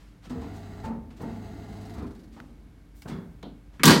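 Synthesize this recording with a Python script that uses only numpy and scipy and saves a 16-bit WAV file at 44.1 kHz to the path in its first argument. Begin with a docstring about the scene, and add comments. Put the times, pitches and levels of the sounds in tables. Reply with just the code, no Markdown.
"""Over a low hum and faint room noise, a soft thump and a whirr: the feed carriage of a steel food
cutter runs out and back under a clear cover. Its motor gives tones, its rollers excite the rail, and
each start and stop jolts the housing into free vibration. A hand clicks against the cover, slides and
lifts it, then lets it slam and rattle on the steel housing: each bounce is an impact that cracks and
sets the cover's modes ringing, while the rim and the housing build up and ring out."""
import sys
import numpy as np
from scipy import signal
from scipy.fft import rfft, irfft
from scipy.io import wavfile

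SR = 44100
rng = np.random.default_rng(int(sys.argv[2]) if len(sys.argv) > 2 else 0)


def log_audio(samples):
    """Write samples as a 16-bit WAV file to the path given in sys.argv[1]."""
    # one column per channel
    frames = np.atleast_2d(samples).T
    # limit to full scale, then quantise
    limited = np.clip(frames, -1, 1)
    pcm = np.round(limited * 32767).astype(np.int16)
    wavfile.write(sys.argv[1], SR, pcm)


N = 176400
T = np.arange(N) / SR

# Room noise spectrum: frequency_hz, relative_db
ROOM_SPECTRUM = [(42, -10.5), (55, -3.5), (75, -11), (170, -14), (270, -20), (350, -25), (550, -31.5),
                 (1500, -37), (2200, -40), (2700, -42), (4200, -45.5), (8000, -52), (12000, -52.5),
                 (15500, -60)]
# Standing hum: pitch_hz, rms_db
HUM_TONES = [(48.4, -53), (296.1, -65.5), (1572, -82.5), (2207, -81.5)]
# Whine of the motor's power supply: pitch_hz, rms_db
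WHINE_TONES = [(11650, -91), (14820, -83)]

# Rub of the drive late in the return run: time_s, level_db
RUB_ENVELOPE = [(1.5, -127), (1.7, -59.5), (1.949, -55.5), (2.06, -60), (2.241, -62.5), (2.3, -71)]
# Rub spectrum: frequency_hz, relative_db
RUB_SPECTRUM = [(400, -5), (680, 4), (1000, 1), (1800, 4), (2500, -6), (4200, 2), (6000, -6), (10000, -9.5),
                (15000, -17)]
# Sliding contacts: start_s, level_db, rise_s, fade_s, tilt_db_per_octave
SCUFF_EVENTS = [(-.02, -61.5, 0.028, 0.12, -7), (0.218, -52, 0.039, 0.029, -8),
                (0.295, -50.5, 0.003, 0.02, -6), (.53, -58.5, 0.035, 0.044, -4),
                (0.83, -50.5, 0.027, 0.016, -6), (1.102, -55.5, 0.0034, 0.037, -9),
                (1.161, -58, 0.01, 0.031, -6), (1.21, -56, 0.011, 0.015, 0), (2.311, -62, 0.021, 0.14, -6),
                (2.94, -62.5, 0.029, 0.24, 3), (3.074, -47, 0.012, 0.022, -6),
                (3.72, -62, 0.025, 0.091, -8.5)]
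# Sliding friction spectrum: frequency_hz, relative_db
SCUFF_SPECTRUM = [(500, -12), (1300, -6), (2500, -1.5), (4200, 1), (8000, 0.5), (11000, -4), (15500, -3)]

# Carriage runs, out and back: start_s, stop_s, whirr_db, rumble_db, pitch_ratio
CARRIAGE_RUNS = [(0.292, 0.884, -51.5, -45.5, .985), (1.188, 1.991, -52, -45.5, 1.01)]
# Motor and gear tones: pitch_hz, rms_db
MOTOR_TONES = [(100.5, -44.5), (160, -52.5), (198, -54.5), (422, -55.5), (662, -61.5), (744, -108),
               (1300, -96), (1395, -70.5), (2020, -69.5)]
# Rolling whirr spectrum: frequency_hz, relative_db
WHIRR_SPECTRUM = [(350, -20), (500, -5), (660, 0), (900, -3), (1100, -10), (1400, -8), (1750, -13),
                  (2050, -12), (2450, -20), (2850, -17.5), (3400, -20.5), (3900, -17.5), (4650, -18.5),
                  (5100, -24), (5700, -27), (6300, -24), (8200, -26.5), (10000, -35), (14000, -38),
                  (15500, -33)]
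# Carriage rumble spectrum: frequency_hz, relative_db
RUMBLE_SPECTRUM = [(35, -43), (68, 5), (125, -11), (230, 3.5), (330, -4), (500, -19.5), (800, -20.5),
                   (2000, -49)]

# Jolts of the housing by the carriage and the lifted cover:
# start_s, clatter_db, boom_db, rise_s, tilt_db_per_octave, resonance_hz, resonance_db
JOLTS = [(0.268, -60, -49, 0.0022, -7, 1300, -58), (.303, -47, -37, 0.003, 4, 249.3, -30.5),
         (.348, -44, -36.5, 0.0098, -1.5, 459.7, -38), (0.371, -47, -46, 0.008, -3, 74, -34.5),
         (.412, -49.5, -38.5, 0.0082, 7.5, 1430, -56), (0.838, -35.5, -47, 0.0058, -0.5, 887, -35),
         (.862, -37.5, -33, 0.06, -0.5, 226, -23.5), (1.204, -39.5, -48, 0.0032, -2, 457, -41.5),
         (1.229, -39.5, -37, 0.0034, -1, 900, -47), (1.258, -54, -39, 0.051, 9, 227.4, -28.5),
         (1.941, -40, -50.5, 0.068, 2, 72, -29), (1.985, -40, -35.5, 0.063, 0.5, 292.3, -36),
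         (2.019, -42, -37.5, 0.011, -4.5, 401, -41), (2.364, -51, -52.5, 0.002, 3, 816, -58.5),
         (3.052, -41.5, -41.5, 0.0071, 0, 917, -57), (3.084, -42.5, -32, 0.031, 8, 159.1, -30.5),
         (3.12, -37, -32.5, 0.067, -3, 284, -36)]
# Housing clatter spectrum: frequency_hz, relative_db
JOLT_SPECTRUM = [(60, 8), (150, 4), (300, -0.5), (480, 0.5), (600, -2.5), (900, 0), (1500, -11),
                 (2400, -23), (4500, -34.5), (9000, -50), (15000, -67)]
# Housing clatter decay: frequency_hz, t60_s
JOLT_DECAY = [(80, 1), (300, 0.79), (900, 0.45), (3000, 0.51), (12000, 0.05)]
# Low modes of the housing: pitch_hz, relative_db, t60_s
HOUSING_MODES = [(72, -24, .6), (108, -16, .35), (143, -9, .35), (153, -3, .5), (168, -13, .8),
                 (186, -5, .5), (209, -8, .5), (230, -5, .7), (253, -4, .45), (286, -6, .7), (320, -7, .45),
                 (352, -13, .4), (388, -11, .45), (444, -13, .45), (480, -16, .4)]

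# Small knocks on the cover: start_s, tick_db, tilt_db_per_octave, ring_length_ratio, thud_db,
# cluster_hz, cluster_db, cluster_width_octaves, rise_s
COVER_KNOCKS = [(2.4015, -33, -2.8, 0.037, -49, 1460, -33.5, 0.29, 0.00036),
                (3.02, -45.5, 3, 0.18, -64, 2300, -60, .5, 0.0005),
                (3.4279, -36.5, -1.5, 0.077, -66, 900, -56, 0.84, 0.0015),
                (3.429, -42.5, -5.5, 1.0, -39, 3500, -52.5, .25, 0.00066),
                (3.431, -74, -4, 1, -55, 543, -43, 0.56, 0.003),
                (3.7952, -52, -2, 0.51, -37, 1610, -38.5, 0.58, 0.0012)]
# The slam and its bounces: start_s, ring_db, crack_db, tilt_db_per_octave
SLAM_CONTACTS = [(3.834, -15.5, -11.5, 1.5), (3.855, -18, -11, 5.5), (3.878, -17, -11.5, 1),
                 (3.8846, -14.5, -20, -4.5), (3.897, -16, -14, -3.5), (3.907, -19.5, -19, 0.5)]
# Struck cover spectrum: frequency_hz, relative_db
COVER_SPECTRUM = [(60, -16), (160, 8), (340, 6.5), (520, -0.5), (780, -2), (1050, 4.5), (2300, -2),
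                  (4200, -2), (6000, -10), (9000, -15.5), (15000, -17.5)]
# Cover decay: frequency_hz, t60_s
COVER_DECAY = [(100, 0.17), (500, 0.68), (1500, 0.23), (4000, 0.36), (8000, 0.35), (15000, 0.15)]
# Modes of the cover and its rim: pitch_hz, relative_db, t60_s
RIM_MODES = [(923, -3, .3), (951, -1, .4), (993, -2, .35), (1136, -2, .25), (1593, -5, .3), (1635, -3, .35),
             (1906, -5, .5), (1926, -5, .4), (3099, -6, .4), (3942, -4, .4), (4388, -3, .35),
             (4586, -7, .35)]
# Contact crack spectrum: frequency_hz, relative_db
CRACK_SPECTRUM = [(200, -20), (900, 11), (4000, 6.5), (8000, 1.5), (15000, -13.5)]

# Every fade is an exponential time constant; a t60 is the time to fall by 60 dB.
SPIN_UP_S, WHIRR_FADE_S, MOTOR_UP_S, RUMBLE_FADE_S = 0.014, 0.038, 0.23, 0.47
MOTOR_WOBBLE, ROLL_GRAINS_PER_S, RAIL_T60_S = 0.00508, 5000, 0.11
RUB_FIRST_S, RUB_PERIOD_S, RUB_FADE_S = 1.511, 0.0424, 0.028
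UNEVEN_DB, UNEVEN_STEP_HZ = 4, 69.6   # panels ring more strongly at some pitches than at others
RESONANCE_T60_S, CLUSTER_BASE_T60_S, THUD_RISE_S = 0.53, 0.29, 0.0085
BOOM_DB, BOOM_SWELL_S, RIM_DB, RIM_SWELL_S, CRACK_FADE_S = -11.5, 0.045, -23, 0.056, 0.0059
ROOM_DB, CUTOFF_HZ = -53.5, 15900


def from_db(db):
    """Amplitude grows tenfold for every 20 dB."""
    return 10 ** (np.asarray(db) / 20)


def rms_one(x):
    """Normalisation to unit mean power."""
    return x / np.sqrt(np.mean(x ** 2) + 1e-20)


def at_hz(points, hz):
    """Interpolation on a logarithmic frequency axis."""
    frequencies, values = np.transpose(points)
    return np.interp(np.log(hz + 1e-6), np.log(frequencies), values)


def colour(x, spectrum, tilt_db=0):
    """Linear filtering by a spectrum and a tilt per octave, cut steeply below the table; rms 1."""
    hz = np.fft.rfftfreq(len(x), 1 / SR) + 1
    skirt = 1 / np.sqrt(1 + (spectrum[0][0] / hz) ** 8)
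    gain = from_db(at_hz(spectrum, hz) + tilt_db * np.log2(hz))
    return rms_one(irfft(rfft(x) * skirt * gain, len(x)))


def noise(spectrum, tilt_db=0, size=N):
    """Filtered white noise takes on the spectrum of its filter; rms 1."""
    return colour(rng.standard_normal(size), spectrum, tilt_db)


def drift(rate_hz):
    """Random modulation: unit Gaussian values joined by straight lines."""
    return np.interp(T * rate_hz, np.arange(400), rng.standard_normal(400))


def add(out, start_s, sound):
    """Superposition of a delayed sound on the mix."""
    i = int(start_s * SR)
    sound, i = sound[max(-i, 0):], max(i, 0)
    out[i:i + len(sound)] += sound[:max(N - i, 0)]


def gate(t, start, stop, rise, fade):
    """Amplitude envelope: linear attack, hold, exponential release."""
    return np.clip((t - start) / max(rise, 1e-4), 0, 1) * np.exp(-np.maximum(t - stop, 0) / fade)


def onset(rise_s):
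    """A finite rise time softens the attack of a one-second sound."""
    return np.clip(T[:SR] / rise_s, 0, 1)


def clatter(spectrum, t60s, tilt_db, length=1):
    """High modal density: a struck panel rings like noise, each octave damped at its own rate."""
    response = rfft(noise(spectrum, tilt_db, size=SR))
    hz = np.arange(SR // 2 + 1) + 1
    ripple = np.interp(hz / UNEVEN_STEP_HZ, np.arange(1000), rng.standard_normal(1000))
    response *= from_db(UNEVEN_DB * ripple * np.clip(hz / 1500, 0, 1))
    centres, out = np.geomspace(62, 16000, 9), np.zeros(SR)
    for centre, selector in zip(centres, np.eye(len(centres))):
        band = irfft(response * np.interp(np.log(hz), np.log(centres), selector), SR)
        out += band * from_db(-60 * T[:SR] / (length * at_hz(t60s, centre)))
    return out


def ring(modes, scatter_db, loose_rad=0):
    """Free vibration of damped modes of random strength; a loose contact scatters their phases."""
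    t, out = T[:SR], np.zeros(SR)
    for hz, db, t60 in modes:
        strength, phase = rng.standard_normal(2)
        envelope = from_db(db + scatter_db * strength - 60 * t / t60)
        out += envelope * np.sin(2 * np.pi * hz * t + loose_rad * phase)
    return out


def swell(modes, db, rise_s):
    """Resonant build-up: modes pumped by repeated contacts grow, then decay freely."""
    t, out = T[:SR], np.zeros(SR)
    for hz, mode_db, t60 in modes:
        envelope = from_db(db + mode_db - 60 * np.maximum(t - rise_s, 0) / t60)
        out += envelope * np.sin(2 * np.pi * (hz * t + rng.random()))
    return out * onset(rise_s) ** 0.86


def tone(rms_db, cycles, phase_rad=0):
    """A sinusoid peaks at root two times its rms value."""
    return from_db(rms_db) * np.sqrt(2) * np.sin(2 * np.pi * cycles + phase_rad)


def background():
    """Stationary sound: the line spectrum of a hum over the continuous spectrum of room noise."""
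    room = from_db(ROOM_DB) * noise(ROOM_SPECTRUM)
    return room + sum(tone(db, hz * T, 0.053 * drift(2.3)) for hz, db in HUM_TONES)


def supply_whine():
    """Forced vibration: the power supply sings faintly while the carriage is driven."""
    running = sum(gate(T, start, stop, SPIN_UP_S, WHIRR_FADE_S) for start, stop, *_ in CARRIAGE_RUNS)
    return running * sum(tone(db + 3 * drift(12.2), hz * T, drift(60)) for hz, db in WHINE_TONES)


def drive_rub():
    """Periodically modulated friction: the drive swishes once a turn."""
    times, db = np.transpose(RUB_ENVELOPE)
    level = from_db(np.interp(T, times, db)) * (T > times[0]) * (T < times[-1])
    turn = gate((T - RUB_FIRST_S) % RUB_PERIOD_S, start=0, stop=0.0071, rise=0.004, fade=RUB_FADE_S)
    return level * turn * noise(RUB_SPECTRUM)


def scuffs():
    """Sliding friction between parts radiates brief broadband hisses."""
    return sum(from_db(db) * noise(SCUFF_SPECTRUM, tilt_db) * gate(T, start, start + rise, rise, fade)
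               for start, db, rise, fade, tilt_db in SCUFF_EVENTS)


def carriage():
    """Rolling noise: tiny roller impacts convolved with the rail's ring, over motor tones and rumble."""
    grains = rng.standard_normal(N) * (rng.random(N) < ROLL_GRAINS_PER_S / SR)
    rail_response = rng.standard_normal(SR) * from_db(-60 * T[:SR] / RAIL_T60_S)
    rail_ring = signal.fftconvolve(grains, rail_response)[:N]
    whirr = colour(rms_one(grains) + rms_one(rail_ring), WHIRR_SPECTRUM)
    rumble, out = noise(RUMBLE_SPECTRUM), np.zeros(N)
    for start, stop, whirr_db, rumble_db, pitch_ratio in CARRIAGE_RUNS:
        # One wavering speed carries all the motor and gear tones.
        travel = np.cumsum(pitch_ratio * (1 + MOTOR_WOBBLE * drift(25.37))) / SR
        motor = sum(tone(db + 0.73 * drift(15.43), hz * travel + rng.random()) for hz, db in MOTOR_TONES)
        out += motor * gate(T, start, stop, MOTOR_UP_S, WHIRR_FADE_S)
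        out += from_db(whirr_db) * whirr * gate(T, start, stop, SPIN_UP_S, WHIRR_FADE_S)
        out += from_db(rumble_db) * rumble * gate(T, start, stop, SPIN_UP_S, RUMBLE_FADE_S)
    return out


def housing_thumps():
    """Transient response: a jolt excites dull clatter, a low boom and one favoured resonance."""
    out = np.zeros(N)
    for start, clatter_db, boom_db, rise, tilt_db, hz, resonance_db in JOLTS:
        panels = from_db(clatter_db) * clatter(JOLT_SPECTRUM, JOLT_DECAY, tilt_db)
        boom = from_db(boom_db) * ring(HOUSING_MODES, scatter_db=3, loose_rad=1.71)
        resonance = ring([(hz, resonance_db, RESONANCE_T60_S)], scatter_db=-0.5)
        add(out, start, (panels + boom + resonance) * onset(rise))
    return out


def cover_knocks():
    """Point excitation: the spot tapped selects a cluster of modes, heard with a tick and a thud."""
    out, grid_hz = np.zeros(N), np.geomspace(100, 16000, 60)
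    for start, tick_db, tilt_db, length, thud_db, hz, cluster_db, width, rise in COVER_KNOCKS:
        passband_db = -10 * np.log10(1 + (np.log2(grid_hz / hz) / width) ** 6)
        cluster = noise(np.column_stack([grid_hz, passband_db]), size=SR)
        cluster *= from_db(cluster_db - 60 * T[:SR] / (length * CLUSTER_BASE_T60_S))
        thud = from_db(thud_db) * ring(HOUSING_MODES, scatter_db=2, loose_rad=1.9) * onset(THUD_RISE_S)
        tick = from_db(tick_db) * clatter(COVER_SPECTRUM, COVER_DECAY, tilt_db, length)
        add(out, start, (tick + cluster + thud) * onset(rise))
    return out


def cover_slam():
    """Impact excitation: each bounce cracks and rings the cover as rim and housing modes build up."""
    out = np.zeros(N)
    for start, ring_db, crack_db, tilt_db in SLAM_CONTACTS:
        crack = noise(CRACK_SPECTRUM, tilt_db, size=SR) * np.exp(-T[:SR] / CRACK_FADE_S)
        ringing = clatter(COVER_SPECTRUM, COVER_DECAY, tilt_db)
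        add(out, start, from_db(ring_db) * ringing + from_db(crack_db) * crack)
    boom = swell(HOUSING_MODES, BOOM_DB, BOOM_SWELL_S)
    rim = swell(RIM_MODES, RIM_DB, RIM_SWELL_S)
    add(out, SLAM_CONTACTS[0][0], boom + rim)
    return out


def scene():
    """Superposition: the pressures of all sources add at one close point."""
    machine = background() + carriage() + supply_whine() + drive_rub() + housing_thumps()
    return (machine + scuffs() + cover_knocks() + cover_slam())[None]


def record(dry):
    """Soft saturation rounds the peaks; a steep low-pass filter removes the highest treble."""
    low_pass = signal.ellip(10, 0.1, 90, CUTOFF_HZ, fs=SR, output="sos")
    return signal.sosfilt(low_pass, np.tanh(dry))


dry = scene()
out = record(dry)
log_audio(out)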